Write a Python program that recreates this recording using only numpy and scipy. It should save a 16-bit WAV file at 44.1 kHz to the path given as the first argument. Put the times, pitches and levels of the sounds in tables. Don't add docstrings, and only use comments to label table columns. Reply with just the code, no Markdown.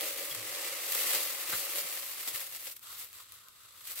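import sys
import numpy as np
from scipy import signal
from scipy.fft import rfft, irfft, next_fast_len
from scipy.io import wavfile
from scipy.ndimage import uniform_filter1d

SR = 44100
rng = np.random.default_rng(int(sys.argv[2]) if len(sys.argv) > 2 else 0)


def master(y):
    cut = np.clip(np.atleast_2d(y).T, -1, 1)
    pcm = np.round(cut * 32767)
    wavfile.write(sys.argv[1], SR, pcm.astype(np.int16))


N = 176400


def grains():
    # time in seconds, level in dB.
    stream = [(0, -37), (.15, -44), (.42, -41.5), (.63, -37.5), (.8, -40), (.92, -39.5), (1.0, -36),
              (1.15, -34), (1.25, -39.5), (1.36, -41), (1.45, -41.5), (1.55, -39.5), (1.66, -41.5),
              (1.78, -42), (1.95, -45.5), (2.12, -47), (2.36, -46.5), (2.55, -54), (2.7, -56), (2.78, -84)]
    # start in seconds, level in dB.
    clumps = [(.205, -47), (.952, -37), (1.865, -44), (1.925, -40), (1.972, -40), (2.022, -41), (2.2, -44),
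              (2.275, -36.5), (2.345, -41), (2.412, -43), (2.548, -46), (2.668, -42), (3.895, -49),
              (3.975, -47)]
    # frequency in Hz, gain in dB.
    grain_tone = [(60, -28), (180, -37), (290, -11), (420, -6.5), (700, 0.5), (880, -3.5), (1200, 1),
                  (1500, -3), (2000, 2), (2600, -0.5), (3500, -2), (6300, -4), (7700, -1.5), (9300, -3.5),
                  (12500, -1.5), (16000, -8.5)]
    # pitch in Hz, width in Hz, gain in dB.
    air_notes = [(355, 35, -1.5), (478, 26, 2.5), (562, 75, 12), (1190, 130, -18), (2320, 840, -10.5)]
    # time in seconds, gain in dB.
    hollowness = [(0, 7), (.1, 0.5), (.21, 6), (.3, -0.5), (.9, -4), (1.1, -4.5), (1.2, -2), (1.33, -2.5),
                  (1.42, -8.5), (1.6, -4), (1.77, 2), (2.1, -9.5), (2.7, -3.5)]
    flow = np.hypot(curve(stream) * spurts(depth_db=0.72), bursts(clumps, fade_s=.014))
    busyness = np.maximum(flow / undb(-36), .1)
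    hits = flow * ticks(per_s=3000 * busyness, spread_db=2.5, tick_s=0.00033)
    air = 0
    for hz, width, db in air_notes:
        air = air + undb(db) * signal.lfilter(*signal.iirpeak(hz, hz / width, fs=SR), hits)
    patter = ring(hits, colour(grain_tone))
    return undb(1.02) * patter + undb(1.5) * air * curve(hollowness)


def bag():
    # peak time, rise time and fall time in seconds, then level in dB.
    squeezes = [(.015, 0.049, 0.15, -40.5), (.192, 0.011, 0.023, -39.5), (.255, .02, 0.015, -42.5),
                (.303, .012, 0.025, -41), (.352, 0.0058, 0.0062, -42), (.49, 0.038, 0.037, -50),
                (.86, .03, 0.077, -43), (1.02, 0.1, 0.13, -35), (1.19, 0.11, 0.14, -37.5),
                (1.41, 0.023, 0.015, -40.5), (1.5, .02, 0.038, -37), (1.585, 0.028, 0.041, -35),
                (1.78, 0.096, 0.025, -36.5), (1.92, 0.11, 0.14, -41), (2.11, 0.053, 0.054, -45),
                (2.21, 0.027, 0.051, -42.5), (2.28, .013, 0.015, -35.5), (2.355, 0.017, 0.019, -39.5),
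                (2.414, 0.023, .022, -41.5), (2.465, .015, 0.01, -46), (2.559, .045, 0.011, -42.5),
                (2.61, .03, .03, -48.5), (2.675, 0.024, 0.023, -43), (2.718, .008, 0.01, -44),
                (2.767, 0.0068, 0.0048, -47), (2.838, .012, 0.009, -50), (2.93, 0.027, .03, -48),
                (3.02, .035, 0.029, -45.5), (3.18, 0.09, .04, -57), (3.35, .02, 0.011, -56.5),
                (3.81, .035, .04, -55), (3.88, 0.015, 0.014, -45), (3.905, .008, .02, -42.5),
                (3.99, 0.032, 0.033, -41)]
    # start in seconds, level in dB.
    big_creases = [(.009, -26), (0.057, -43), (0.175, -37), (.349, -29), (.475, -35), (.9485, -25.5),
                   (.951, -26), (1.578, -38), (1.76, -43.5), (2.562, -33), (2.794, -46), (3.046, -41),
                   (3.088, -50), (3.13, -41), (3.214, -47), (3.3215, -40.5), (3.485, -44), (3.853, -39),
                   (3.971, -36.5)]
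    # frequency in Hz, gain in dB.
    plastic_tone = [(60, -22.5), (180, -20), (330, -11), (500, -6.5), (800, -9), (1200, -4), (2300, 0.5),
                    (4000, -0.5), (6000, -2.5), (7800, 1), (9300, -0.5), (12700, 5.5), (16000, 0)]
    t = np.arange(N) / SR
    power = 0
    for peak, rise, fall, db in squeezes:
        from_peak = np.abs(t - peak) / np.where(t < peak, rise, fall)
        power = power + undb(db) ** 2 * np.exp(-from_peak ** 1.6)
    strength = np.sqrt(power) * spurts(depth_db=1.7)
    crinkle = strength * ticks(per_s=1900, spread_db=4.5, tick_s=0.00017)
    snaps = bursts(big_creases, fade_s=0.0014) * rng.standard_normal((2, N))
    return ring(crinkle + snaps, colour(plastic_tone))


def slide():
    # time in seconds, level in dB.
    hiss_level = [(2.72, -66), (2.81, -64), (2.86, -50), (2.95, -51.5), (3.03, -56), (3.09, -64),
                  (3.15, -53), (3.21, -52), (3.25, -59.5), (3.33, -56), (3.44, -59.5), (3.53, -61.5),
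                  (3.63, -57), (3.76, -58.5), (3.87, -54), (4, -58)]
    note_level = [(2.81, -80), (2.835, -60.5), (2.92, -56.5), (2.95, -61), (3.02, -65), (3.09, -89),
                  (3.135, -69), (3.21, -59.5), (3.245, -75), (3.34, -65.5), (3.39, -73), (3.47, -62.5),
                  (3.54, -72), (3.64, -66.5), (3.78, -68.5), (3.9, -66)]
    # frequency in Hz, gain in dB.
    hiss_tone = [(200, -25), (820, -15.5), (1200, 0.5), (1900, 2), (2700, -0.5), (3700, 2), (5300, -5),
                 (6700, -4.5), (7700, 1.5), (9300, -5.5), (12200, 0.5), (16000, -10)]
    note_tone = [(200, -33), (560, -15.5), (820, -19.5), (1000, -6), (1180, 0), (1500, -0.5), (1900, -8),
                 (4000, -31), (16000, -50)]
    slips = ticks(per_s=4500, spread_db=6, tick_s=0.00036)
    hiss = ring(curve(hiss_level) * slips, colour(hiss_tone))
    note = ring(curve(note_level) * slips, colour(note_tone))
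    return undb(2) * hiss + undb(3) * note


def jar():
    # start in seconds, level in dB.
    knocks = [(1.5269, -34), (1.5327, -29.5), (1.5378, -34.5)]
    # pitch in Hz, gain in dB, seconds to fade by 60 dB.
    glass_notes = [(1180, -34, .04), (1350, -23, 0.048), (1440, -15, 0.089), (1564, -19, 0.046),
                   (2070, -12, 0.076), (3400, -19, 0.035), (4016, -12, 0.067), (4930, -23, 0.053),
                   (7270, -13.5, 0.088)]
    # frequency in Hz, gain in dB.
    clack_tone = [(60, -24), (300, -14), (800, -19.5), (1200, -1), (1600, 4.5), (2200, -6), (4200, -5),
                  (6000, -35), (16000, -32)]
    ringing = 0
    for start, db in knocks:
        contact = undb(3) * fading_note(start, hz=1450, fade_s=.007)
        glass = sum(undb(gain) * fading_note(start, hz, fade_s) for hz, gain, fade_s in glass_notes)
        ringing = ringing + undb(db) * (contact + glass)
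    clack = ring(bursts(knocks, fade_s=0.0066) * rng.standard_normal((2, N)), colour(clack_tone))
    clink = fading_note(start=.311, hz=3290, fade_s=.085)
    return ringing + undb(-3) * clack + undb(-36) * clink


def table_bumps():
    # start in seconds, pitch in Hz, level in dB, seconds to fade by 60 dB.
    bumps = [(0.309, 141, -53, 0.21), (0.359, 109.4, -51, 0.45), (1.041, 223, -58, 0.11),
             (1.485, 340, -44, 0.1), (1.524, 168, -53, 0.19), (1.527, 99, -51, 0.2),
             (1.837, 177, -49, 0.067), (2.276, 300, -46.5, 0.077), (2.334, 113, -52.5, 0.11)]
    # frequency in Hz, gain in dB.
    scuff_tone = [(30, -31), (90, -4.5), (160, -5.5), (260, 2), (450, -9), (1000, -21), (16000, -57)]
    rise_s = 0.0087
    t = np.arange(N) / SR
    thuds, scuff_level = 0, 0
    for start, hz, db, fade_s in bumps:
        push = undb(db) * np.clip((t - start) / rise_s, 0, 1)
        thuds = thuds + push * fading_note(start, hz, fade_s)
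        scuff_level = scuff_level + push * np.exp(-np.log(1000) * np.abs(t - start) / fade_s)
    scuff = ring(scuff_level * rng.standard_normal((2, N)), colour(scuff_tone))
    return thuds + undb(-4.5) * scuff


def room_echo(sound, fade_s=0.16):
    t = np.arange(SR // 2) / SR
    echo = rng.standard_normal((2, len(t))) * np.exp(-np.log(1000) * t / fade_s)
    echo /= np.sqrt(np.sum(echo ** 2, axis=1, keepdims=True))
    return sound + undb(-7.5) * ring(sound, echo)


def room_hum():
    # frequency in Hz, gain in dB.
    hum_tone = [(20, -15), (48, -1.5), (70, -5), (100, 8), (140, -4.5), (220, -9), (500, -9), (1000, -16),
                (4000, -12.5), (16000, -18)]
    return undb(-67) * ring(rng.standard_normal((2, N)), colour(hum_tone))


def ticks(per_s, spread_db, tick_s):
    hit = rng.random(N) < per_s / SR
    energy = hit * undb(spread_db * np.clip(rng.standard_normal(N), -2.5, 2.5)) ** 2
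    energy = fade(energy, tick_s) + undb(2.5) ** 2 * fade(energy, seconds=0.0036)
    average = np.abs(uniform_filter1d(energy, 1500)) + 1e-6
    return np.sqrt(energy / average) * rng.standard_normal((2, N))


def spurts(depth_db, per_s=40):
    steps = rng.standard_normal(1000)
    return undb(depth_db * np.interp(np.arange(N) / SR * per_s, np.arange(len(steps)), steps))


def bursts(rows, fade_s):
    t = np.arange(N) / SR
    return sum(undb(db) * (t >= start) * np.exp(-np.abs(t - start) / fade_s) for start, db in rows)


def fading_note(start, hz, fade_s):
    t = np.maximum(np.arange(N) / SR - start, 0)
    return np.sin(2 * np.pi * hz * t) * np.exp(-np.log(1000) * np.minimum(t / fade_s, 10))


def fade(spikes, seconds):
    kept = np.exp(-1 / (seconds * SR))
    return signal.lfilter([1 - kept], [1, -kept], spikes)


def colour(points, size=4096):
    cepstrum = irfft(np.log(gains(points, size)))
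    cepstrum[1:size // 2] *= 2
    cepstrum[size // 2 + 1:] = 0
    click = irfft(np.exp(rfft(cepstrum)))
    return click / np.sqrt(np.sum(click ** 2))


def ring(sound, response):
    return signal.fftconvolve(sound, np.atleast_2d(response), axes=-1)[:, :N]


def gains(points, size):
    hz, db = np.array(points).T
    frequencies = np.arange(size // 2 + 1) * SR / size
    return undb(np.interp(np.log(frequencies + 1), np.log(hz), db))


def curve(points):
    return undb(np.interp(np.arange(N) / SR, *np.array(points).T))


def undb(db):
    return 10 ** (np.asarray(db) / 20)


def scene():
    cut_rumble = signal.butter(2, 56, "highpass", fs=SR, output="sos")
    knocks = signal.sosfilt(cut_rumble, jar() + table_bumps())
    sources = grains() + undb(3) * bag() + slide() + knocks
    return room_echo(sources) + room_hum()


def record(dry):
    # frequency in Hz, gain in dB for the unshared part.
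    width = [(100, -5), (300, -10), (550, -8), (1000, -2.5), (2000, -5), (4000, 0), (16000, 0)]
    # frequency in Hz, dB by which left is louder than right.
    left_over_right = [(100, 2.5), (500, 0.2), (2000, 0), (5000, 1.9), (8000, -2), (10500, 0.6), (13000, 2),
                       (16000, 9)]
    top_hz, edge_hz = 15800, 100
    size = next_fast_len(N + 8192)
    left, right = rfft(dry, size)
    shared = (left + right) / 2
    unshared = (left - right) / 2 * gains(width, size)
    lean = np.sqrt(gains(left_over_right, size))
    hz = np.arange(len(shared)) * SR / size
    top_cut = np.clip((top_hz - hz) / edge_hz + .5, 0, 1)
    channels = np.array([(shared + unshared) * lean, (shared - unshared) / lean])
    return irfft(channels * top_cut, size)[:, :N]


dry = scene()
out = record(dry)
master(out)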